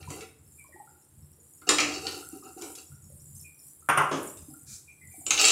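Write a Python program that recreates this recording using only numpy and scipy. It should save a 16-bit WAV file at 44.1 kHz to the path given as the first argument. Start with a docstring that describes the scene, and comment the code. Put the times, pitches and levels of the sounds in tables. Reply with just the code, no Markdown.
"""A large metal pot simmers throughout in a hard-walled kitchen: bubble fizz on top, glugs and plops below.
A steel spatula, made of noise crashes and decaying modes, drops against the wall and slides into the stew.
Its strokes are random slips through resonances. Far peeps, falling sines, come early and again later.
A glass bowl lands with a double knock of noise and modes; a dull noise thump and a short hiss follow.
Last, the spatula is picked up, knocked and scraped round the pot."""
import sys
import numpy as np
from scipy import signal
from scipy.fft import rfft, irfft, next_fast_len
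from scipy.io import wavfile
from scipy.ndimage import uniform_filter1d, map_coordinates

SR = 44100
rng = np.random.default_rng(int(sys.argv[2]) if len(sys.argv) > 2 else 0)


def file_out(sig):
    """Save sig as 16-bit WAV at sys.argv[1]."""
    # one column per channel
    cols = np.atleast_2d(sig).T
    # limit, then scale
    lim = np.clip(cols, -1, 1)
    pcm = np.round(lim * 32767).astype(np.int16)
    wavfile.write(sys.argv[1], SR, pcm)


N = 243025


def amp(db):
    """Decibels to gain."""
    return 10 ** (np.asarray(db) / 20)


def unit(x):
    """Scale to rms 1."""
    return x / np.sqrt(np.mean(x ** 2) + 1e-20)


def along(points, hz):
    """Interpolate (hz, value) points on a log frequency axis."""
    point_hz, values = np.transpose(points)
    return np.interp(np.log(hz + 1), np.log(point_hz + 1), values)


def curves(rows):
    """One value per sample for each column after the time."""
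    time_s, *columns = np.transpose(rows)
    return [np.interp(np.arange(N) / SR, time_s, column) for column in columns]


def add(track, start_s, sound):
    """Mix a sound into the track at start_s."""
    part = track[max(round(start_s * SR), 0):][:len(sound)]
    part += sound[:len(part)]


def filtered(x, response):
    """Multiply the spectrum of x by a response of frequency."""
    size = next_fast_len(len(x) + 8192)
    hz = np.fft.rfftfreq(size, 1 / SR)
    return irfft(rfft(x, size) * response(hz), size)[:len(x)]


def coloured(x, spectrum):
    """Shape x by (hz, level_db) points, at rms 1."""
    return unit(filtered(x, lambda hz: amp(along(spectrum, hz))))


def struck(t, t60_s, rise_s):
    """Envelope of a blow: exponential rise and decay."""
    return amp(-60 * t / t60_s) * (1 - np.exp(-t / rise_s))


def bout(start_s, length_s, rise_s, t60_s):
    """Envelope that rises, holds until length_s after the start and dies away."""
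    t = np.arange(N) / SR - start_s
    return np.clip(t / rise_s, 0, 1) * amp(-60 * np.maximum(t - length_s, 0) / t60_s)


def wobble(knots_per_s):
    """Smooth random curve through normally distributed knots."""
    knots = rng.standard_normal(256)
    return map_coordinates(knots, [np.arange(N) * knots_per_s / SR], mode="mirror")


def sparks(rate_per_s, spread_db):
    """Random one-sample impacts of uneven size, at rms 1."""
    hits = rng.random(N) < rate_per_s / SR
    sizes = rng.standard_normal(N) * amp(spread_db * rng.standard_normal(N))
    return unit(hits * sizes)


def bubbles(rate_per_s, centre_hz, spread, cycles, size_db):
    """Swarm of tiny ringing bubbles, each falling 60 dB in some cycles and rising a little in pitch."""
    count = int(rate_per_s * N / SR)
    when, pitch, size = rng.random((count, 3)).T[:, :, None]
    hz = centre_hz * np.exp(spread * (2 * pitch - 1))
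    k = np.arange(int(min(2 * cycles / centre_hz, .08) * SR))
    age = hz * k / SR / cycles  # 1 at the 60 dB point
    rings = np.sin(2 * np.pi * cycles * age * (1 + .025 * age)) * struck(age, 1, .1)
    sizes = amp(-size_db * np.log(1 - .97 * size))
    places = (when * N).astype(int) + k
    return unit(np.bincount(places.ravel(), (sizes * rings).ravel(), N)[:N])


def sheet(x, count, t60_s, uneven_db):
    """Sound x through a crowd of uneven modes of thin sheet metal, at rms 1."""
    t = np.arange(SR // 6) / SR
    place, size, phase = rng.random((count, 3)).T[:, :, None]
    hz = 600 + 11000 * (np.arange(count)[:, None] + place) / count
    tones = amp(uneven_db * size) * np.sin(2 * np.pi * (hz * t + phase))
    answer = tones.sum(0) * amp(-60 * t / t60_s)
    return unit(signal.fftconvolve(x, answer)[:len(x)])


def ring(modes, t):
    """Decaying modes of new strengths each strike; phases wander at random, so the ring is slightly rough."""
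    tones = np.zeros(len(t))
    for hz, level_db, t60_s in modes:
        strength = amp(level_db + 2 * rng.standard_normal() - 60 * t / t60_s)
        wander = np.cumsum(rng.standard_normal(len(t))) * np.sqrt(2 / SR) + rng.random()  # in cycles
        tones += strength * np.sin(2 * np.pi * (hz * t + wander))
    return tones * (1 - np.exp(-t / .0005))


def room(x, wet_db):
    """Add the echo of the hard walls, each frequency dying at its own speed."""
    # wall echo decay: hz, t60_s
    echo_decay = [(150, 0.68), (400, 0.49), (1200, 0.49), (3000, 0.42), (7000, 0.37), (14000, 0.5)]
    hz, t, z = signal.stft(rng.standard_normal(SR), SR, nperseg=256)
    fade = amp(-60 * t / along(echo_decay, hz)[:, None]) * (1 - np.exp(-t / 0.001))
    tail = signal.istft(z * fade, SR, nperseg=256)[1]
    return x + amp(wet_db) * signal.fftconvolve(x, tail / np.linalg.norm(tail))[:len(x)]


def spatula():
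    """Steel on the pot: each contact is a crash of dense short modes, then the ring of pot and blade."""
    # contacts: start_s, level_db, body_db and bright_db (tilt before offsets), spot_hz (favoured by the spot)
    clanks = [(0.027, -42.5, -22, -31, 2320), (0.103, -37.5, -4, 3, 1110), (0.207, -38, -27, -12, 2050),
              (1.617, -53.5, 5, -9, 1293), (1.69, -11, -9, -6.5, 4310), (1.699, -27.5, -17.5, -2, 2690),
              (1.784, -12.5, -18.5, -16.5, 2310), (1.802, -16, -10.5, -9, 6530),
              (2.068, -25.5, -8.5, -17.5, 4300), (2.613, -44, -1, -1.5, 5000),
              (2.62, -37.5, -7, -2.5, 5100), (2.752, -44, -36, 5, 4970), (4.371, -50.5, -40, 7.5, 3540),
              (5.264, -26, -14, -7.5, 8260), (5.306, -11.5, -21, -8.5, 8200),
              (5.376, -17.5, -20.5, -9.5, 3075), (5.413, -17, -23.5, -1.5, 2770),
              (5.442, -13.5, -45, -14.5, 3000), (5.451, -13, -23.5, -8, 7400),
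              (5.483, -11, -42, -7.5, 2880), (5.503, -16, -37, -6, 7230)]
    # modes of pot and blade: hz, level_db (before tilt), t60_s
    metal_modes = [(296, 2, .75), (345, -4, .65), (470, -6, .45), (760, -8, .5), (1281, -8, .42),
                   (1338, -3, .47), (2080, -13, .5), (2350, -3, .33), (2447, -4, .33), (2647, 0, .36),
                   (2785, -2, .33), (2975, -6, .3), (3704, -8, .35), (3965, -5, .35), (4290, -8, .25),
                   (4554, -9, .3), (4890, -8, .2), (5900, -9, .3), (6245, -8, .2), (6955, -9, .35),
                   (7185, -7, .3), (7671, -3, .15)]
    # crash colour before tilt: hz, level_db
    clang_colour = [(90, -55.5), (150, -25.5), (245, -26), (295, -4), (560, -5.5), (740, -11.5), (870, -14),
                    (1320, -7), (1730, -14), (2420, -3), (3250, -3), (4150, -2.5), (5250, -4.5),
                    (7600, -0.5), (9300, -9), (11000, -21), (15600, -25.5)]
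    out, t = np.zeros(N), np.arange(SR * 3 // 4) / SR
    for start_s, level_db, body_db, bright_db, spot_hz in clanks:
        # a heavy blow moves the whole wall, a sharp corner brings out the treble
        tilt = [(600, body_db + 11.0), (2200, 0), (4500, 0), (8000, bright_db + 7.5)]

        def touch_db(hz):
            """Tilt plus the peak of the point of contact."""
            return along(tilt, hz) + 9 / (1 + ((hz / spot_hz - 1) / 0.12) ** 2)

        chatter = rng.standard_normal(len(t))
        dense = sheet(chatter, count=40, t60_s=0.02, uneven_db=11.5)
        crash = coloured(chatter + 1.1 * dense, clang_colour)
        crash = filtered(crash, lambda hz: amp(touch_db(hz)))
        # the blade snaps at once, the heavy wall swells and fades more slowly
        wall = filtered(crash, lambda hz: 1 / (1 + (hz / 1600) ** 4))
        snap = (crash - wall) * struck(t, t60_s=0.02, rise_s=0.00083)
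        swell = amp(-4.5) * wall * struck(t, t60_s=0.19, rise_s=0.001)
        modes = [(hz, mode_db + touch_db(hz), t60_s) for hz, mode_db, t60_s in metal_modes]
        contact = room(snap + swell, wet_db=2.5) + amp(-25) * ring(modes, t)
        add(out, start_s, amp(level_db + 3) * contact)
    return out


def scraping():
    """The blade sticks and slips: the wall rumbles, the stirred stew gurgles, the edge rasps in resonances."""
    # strokes along the pot: start_s, length_s, wall_db, edge_db
    strokes = [(0.0, 0.014, -37.5, -48.5), (0.083, 0.16, -41.5, -46.5), (1.667, 0.028, -27.5, -29.5),
               (1.873, .11, -35.5, -33.5), (2.011, 0.04, -42, -39.5), (2.047, 0.15, -34.5, -38.5),
               (2.314, 0.056, -45, -54), (2.429, 0.066, -41.5, -52.5), (2.567, 0.14, -38.5, -51.5),
               (2.771, 0.018, -43.5, -44), (5.327, .065, -49, -28), (5.387, .115, -34, -16)]
    # colour of wall and stew: hz, level_db
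    rumble_colour = [(100, -29), (200, -15.5), (290, 0), (350, 1), (460, 0.5), (610, -28.5), (770, 2.5),
                     (880, -18.5), (1100, -22.5), (1380, -4), (1750, -34), (2400, -37), (4000, -65.5)]
    # colour of the slips: hz, level_db
    rasp_colour = [(300, -25.5), (450, 1), (620, -15.5), (780, 2.5), (900, -4.5), (1250, -0.5),
                   (1750, -4.5), (2150, -21), (2700, 5), (3300, -21.5), (4300, 1.5), (7800, -1),
                   (10000, -28), (15500, -33)]
    # resonances excited by the edge: centre_hz, width_hz, level_db
    edge_modes = [(780, 25, -9), (1255, 35, -4), (2735, 50, 2), (2810, 50, 1), (3800, 70, -3),
                  (4290, 50, -7), (4778, 45, -6), (5600, 60, -9), (6430, 140, -8), (7185, 80, -2),
                  (7550, 60, -7)]
    wall, edge = np.zeros(N), np.zeros(N)
    for start_s, length_s, wall_db, edge_db in strokes:
        contact = bout(start_s, length_s, rise_s=.012, t60_s=0.18)  # takes hold, lets go
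        wall += contact * amp(wall_db)
        edge += contact * amp(edge_db)

    def resonances(hz):
        """Sum of the band-pass responses."""
        return sum(amp(level_db) * 1j * hz * width_hz / (centre_hz ** 2 - hz * hz + 1j * hz * width_hz)
                   for centre_hz, width_hz, level_db in edge_modes)

    slips = sheet(sparks(rate_per_s=500, spread_db=0), count=64, t60_s=0.087, uneven_db=18)
    squeal = unit(filtered(sparks(rate_per_s=3000, spread_db=0), resonances))
    rasp = amp(-9.5) * coloured(slips, rasp_colour) + amp(-11.5) * squeal
    rumble = amp(-11) * coloured(sparks(rate_per_s=1600, spread_db=-3.5), rumble_colour)
    stew = bubbles(rate_per_s=170, centre_hz=701.5, spread=.9, cycles=38, size_db=6.5)
    gurgle = amp(-9.5) * coloured(stew, rumble_colour)
    return room(edge * rasp + wall * (rumble + gurgle), wet_db=-10)


def bowl():
    """Thick glass meets the counter: a dull clack, a tiny high ring, and a brief hum of the counter."""
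    # landings, each with a bounce: start_s, level_db
    knocks = [(3.888, -14.5), (3.897, -14.5), (3.974, -12.5), (3.982, -16)]
    # clack colour: hz, level_db
    thud_colour = [(60, -57), (110, -28.5), (150, -11.5), (200, -18), (380, -6), (600, -13), (800, -5.5),
                   (1250, 4), (1650, -6), (2000, -10), (3000, -14), (4100, -40.5), (5300, -28.5),
                   (8000, -33.5), (11000, -53)]
    # glass modes: hz, level_db, t60_s
    glass_modes = [(9318, 0, .06), (11750, -16, .07), (13530, -19, .06)]
    out, t = np.zeros(N), np.arange(SR) / SR
    for start_s, level_db in knocks:
        clack = coloured(rng.standard_normal(SR), thud_colour) * struck(t, t60_s=0.044, rise_s=0.00052)
        ting = amp(-10) * room(ring(glass_modes, t), wet_db=-7.5)
        counter = amp(-22.5) * np.sin(2 * np.pi * 149 * t) * struck(t, t60_s=.5, rise_s=.004)
        add(out, start_s, amp(level_db) * (room(clack, wet_db=3.5) + ting + counter))
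    return out


def thump():
    """Something heavier settles beside the bowl: a dull, slow burst of coloured noise."""
    # thump colour: hz, level_db
    thump_colour = [(90, -25), (200, -11.5), (300, 0.5), (470, -2.5), (800, -12), (1150, -8.5),
                    (1900, -21.5), (3000, -18), (4200, -31), (6300, -23), (9000, -34.5), (15000, -61.5)]
    out, t = np.zeros(N), np.arange(SR) / SR
    push = coloured(rng.standard_normal(SR), thump_colour) * struck(t, t60_s=0.22, rise_s=0.0015)
    add(out, 4.112, amp(-26.5) * room(push, wet_db=4.0))
    return out


def simmer():
    """Steam pockets glug at the bottom in bouts while tiny bubbles fizz and tinkle on top."""
    # bouts of rising steam pockets: start_s, length_s, level_db
    glug_bouts = [(0.0, 0.16, -46.5), (0.382, 0.053, -52.5), (1.124, 0.14, -54), (1.695, 0.3, -52),
                  (2.88, 0.51, -50.5), (4.34, .1, -52), (4.615, 0.071, -47), (5.006, 0.065, -53.5),
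                  (5.248, 0.078, -49.5)]
    # glug colour: hz, level_db
    glug_colour = [(15, -48), (25, -8), (43, -12.5), (66, -6), (86, 7.5), (108, -7), (146, 3), (174, -14),
                   (214, -7.5), (251, -33.5), (400, -36), (520, -60.5), (880, -120)]
    # fizz strength before sway: time_s, level_db
    fizzing = [(0.0, -57), (0.15, -54), (0.43, -66.5), (0.6, -58.5), (1.35, -61.5), (1.8, -53),
               (2.3, -52.5), (3.0, -57.5), (4.4, -52), (4.97, -59), (5.5, -53)]
    # froth colour: hz, level_db
    fizz_colour = [(1470, -42.5), (2500, -30.5), (2790, -23.5), (4160, -18), (5160, -12), (5800, -36),
                   (7480, 6), (8080, -1.5), (9500, 9.5), (14900, -2), (15800, -10.5)]
    steam = amp(-64.5)  # murmur of the boil between bouts
    for start_s, length_s, level_db in glug_bouts:
        steam = steam + amp(level_db - 2.5) * bout(start_s, length_s, rise_s=.035, t60_s=0.44)
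    glug = steam * coloured(sparks(rate_per_s=440, spread_db=-1.0), glug_colour)
    fizz_db = curves(fizzing)[0] + 3.16 * wobble(knots_per_s=8.2)  # the froth comes and goes
    froth = coloured(rng.standard_normal(N) + 0.75 * sparks(rate_per_s=1300, spread_db=6), fizz_colour)
    tinkle = bubbles(rate_per_s=110, centre_hz=7800, spread=.13, cycles=130, size_db=4)
    tinkle = unit(room(tinkle, wet_db=2))
    pips = bubbles(rate_per_s=20, centre_hz=5900, spread=.17, cycles=110, size_db=3.5)
    pips = unit(room(pips, wet_db=0))
    return glug + amp(fizz_db) * (amp(-2) * froth + amp(-4.0) * tinkle + amp(-16.5) * pips)


def plops():
    """A larger bursting bubble rings briefly, rising in pitch, and echoes in the pot."""
    # bursts: start_s, level_db, initial_hz
    bursts = [(0.075, -30, 950), (0.14, -28, 404), (0.645, -43.5, 1022), (0.69, -45, 573),
              (0.744, -38.5, 336), (0.76, -37.5, 808), (0.80, -30.5, 808), (0.874, -41, 1344),
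              (0.919, -47, 337), (1.385, -49.5, 445), (1.619, -37, 1320), (2.226, -33, 1340),
              (2.33, -27.5, 289), (2.425, -37.5, 1180), (2.465, -37, 1315), (2.565, -28.5, 333),
              (2.683, -42.5, 897), (2.918, -44, 1338), (3.101, -42.5, 528), (3.823, -45, 1270),
              (4.484, -31.5, 272), (4.504, -47.5, 736), (4.54, -44, 1340), (5.141, -42, 727),
              (5.18, -37, 295), (5.214, -40, 713)]
    out, t = np.zeros(N), np.arange(SR // 2) / SR
    for start_s, level_db, initial_hz in bursts:
        tone = np.sin(2 * np.pi * initial_hz * (t + 3 * t * t))
        bubble = tone * struck(t, t60_s=0.053, rise_s=0.0017)
        add(out, start_s, amp(level_db - 6) * room(bubble, wet_db=0))
    return out


def sizzle():
    """A splash of broth hisses briefly on the hot wall: noise and a swarm of bubbles."""
    # hiss colour: hz, level_db
    hiss_colour = [(710, -62), (1200, -27), (1300, -13), (2030, -24), (2390, -11.5), (2850, -25.5),
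                   (3950, -9), (7250, 2.5), (14000, -19.5)]
    splash = amp(-45) * bout(4.655, length_s=0.1, rise_s=0.052, t60_s=.19)
    spit = bubbles(rate_per_s=1100, centre_hz=4000, spread=1.0, cycles=59, size_db=10)
    hiss = coloured(rng.standard_normal(N) + 0.22 * spit, hiss_colour)
    return room(splash * hiss, wet_db=-4.5)


def peeps():
    """Short thin far whistles: sines that waver and fall, smeared by the walls."""
    # whistles: start_s, level_db, initial_hz (before waver)
    whistles = [(0.581, -39.5, 2377), (0.721, -39.5, 1923), (3.44, -38.5, 2436), (4.875, -37, 2450),
                (5.011, -37.5, 2044), (5.109, -44.5, 2345)]
    out, t = np.zeros(N), np.arange(SR // 2) / SR
    for start_s, level_db, initial_hz in whistles:
        waver = unit(uniform_filter1d(rng.standard_normal(len(t)), size=120))
        pitch_hz = initial_hz * (.9 + .1 * np.exp(-t / 0.26) + 0.024 * waver)
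        swell = t / 0.031 * np.exp(-t / 0.02)
        whistle = swell * np.sin(2 * np.pi * np.cumsum(pitch_hz) / SR)
        add(out, start_s, amp(level_db) * room(whistle, wet_db=-5.0))
    return out


def kitchen_air():
    """Quiet air of the kitchen: steady coloured noise."""
    # air colour: hz, level_db
    air_colour = [(88, -31), (150, -4.5), (246, -8.5), (300, -3), (670, -18), (758, -16), (3610, -27.5),
                  (6000, -27), (7800, -47.5), (13200, -120)]
    return amp(-69) * coloured(rng.standard_normal(N), air_colour)


def scene():
    """Sum of all sources in the kitchen, one channel."""
    handling = spatula() + scraping() + bowl() + thump()
    pot = simmer() + plops() + sizzle()
    return (handling + pot + peeps() + kitchen_air())[None]


def record(dry):
    """The phone thins the deep bass, rounds off the highest peaks and cuts all above its band limit."""
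    x = signal.sosfilt(signal.butter(2, 55, "highpass", fs=SR, output="sos"), dry[0])
    x = x / (1 + np.abs(x / .65) ** 6) ** (1 / 6)
    return filtered(x, lambda hz: hz < 15800)[None]


dry = scene()
out = record(dry)
file_out(out)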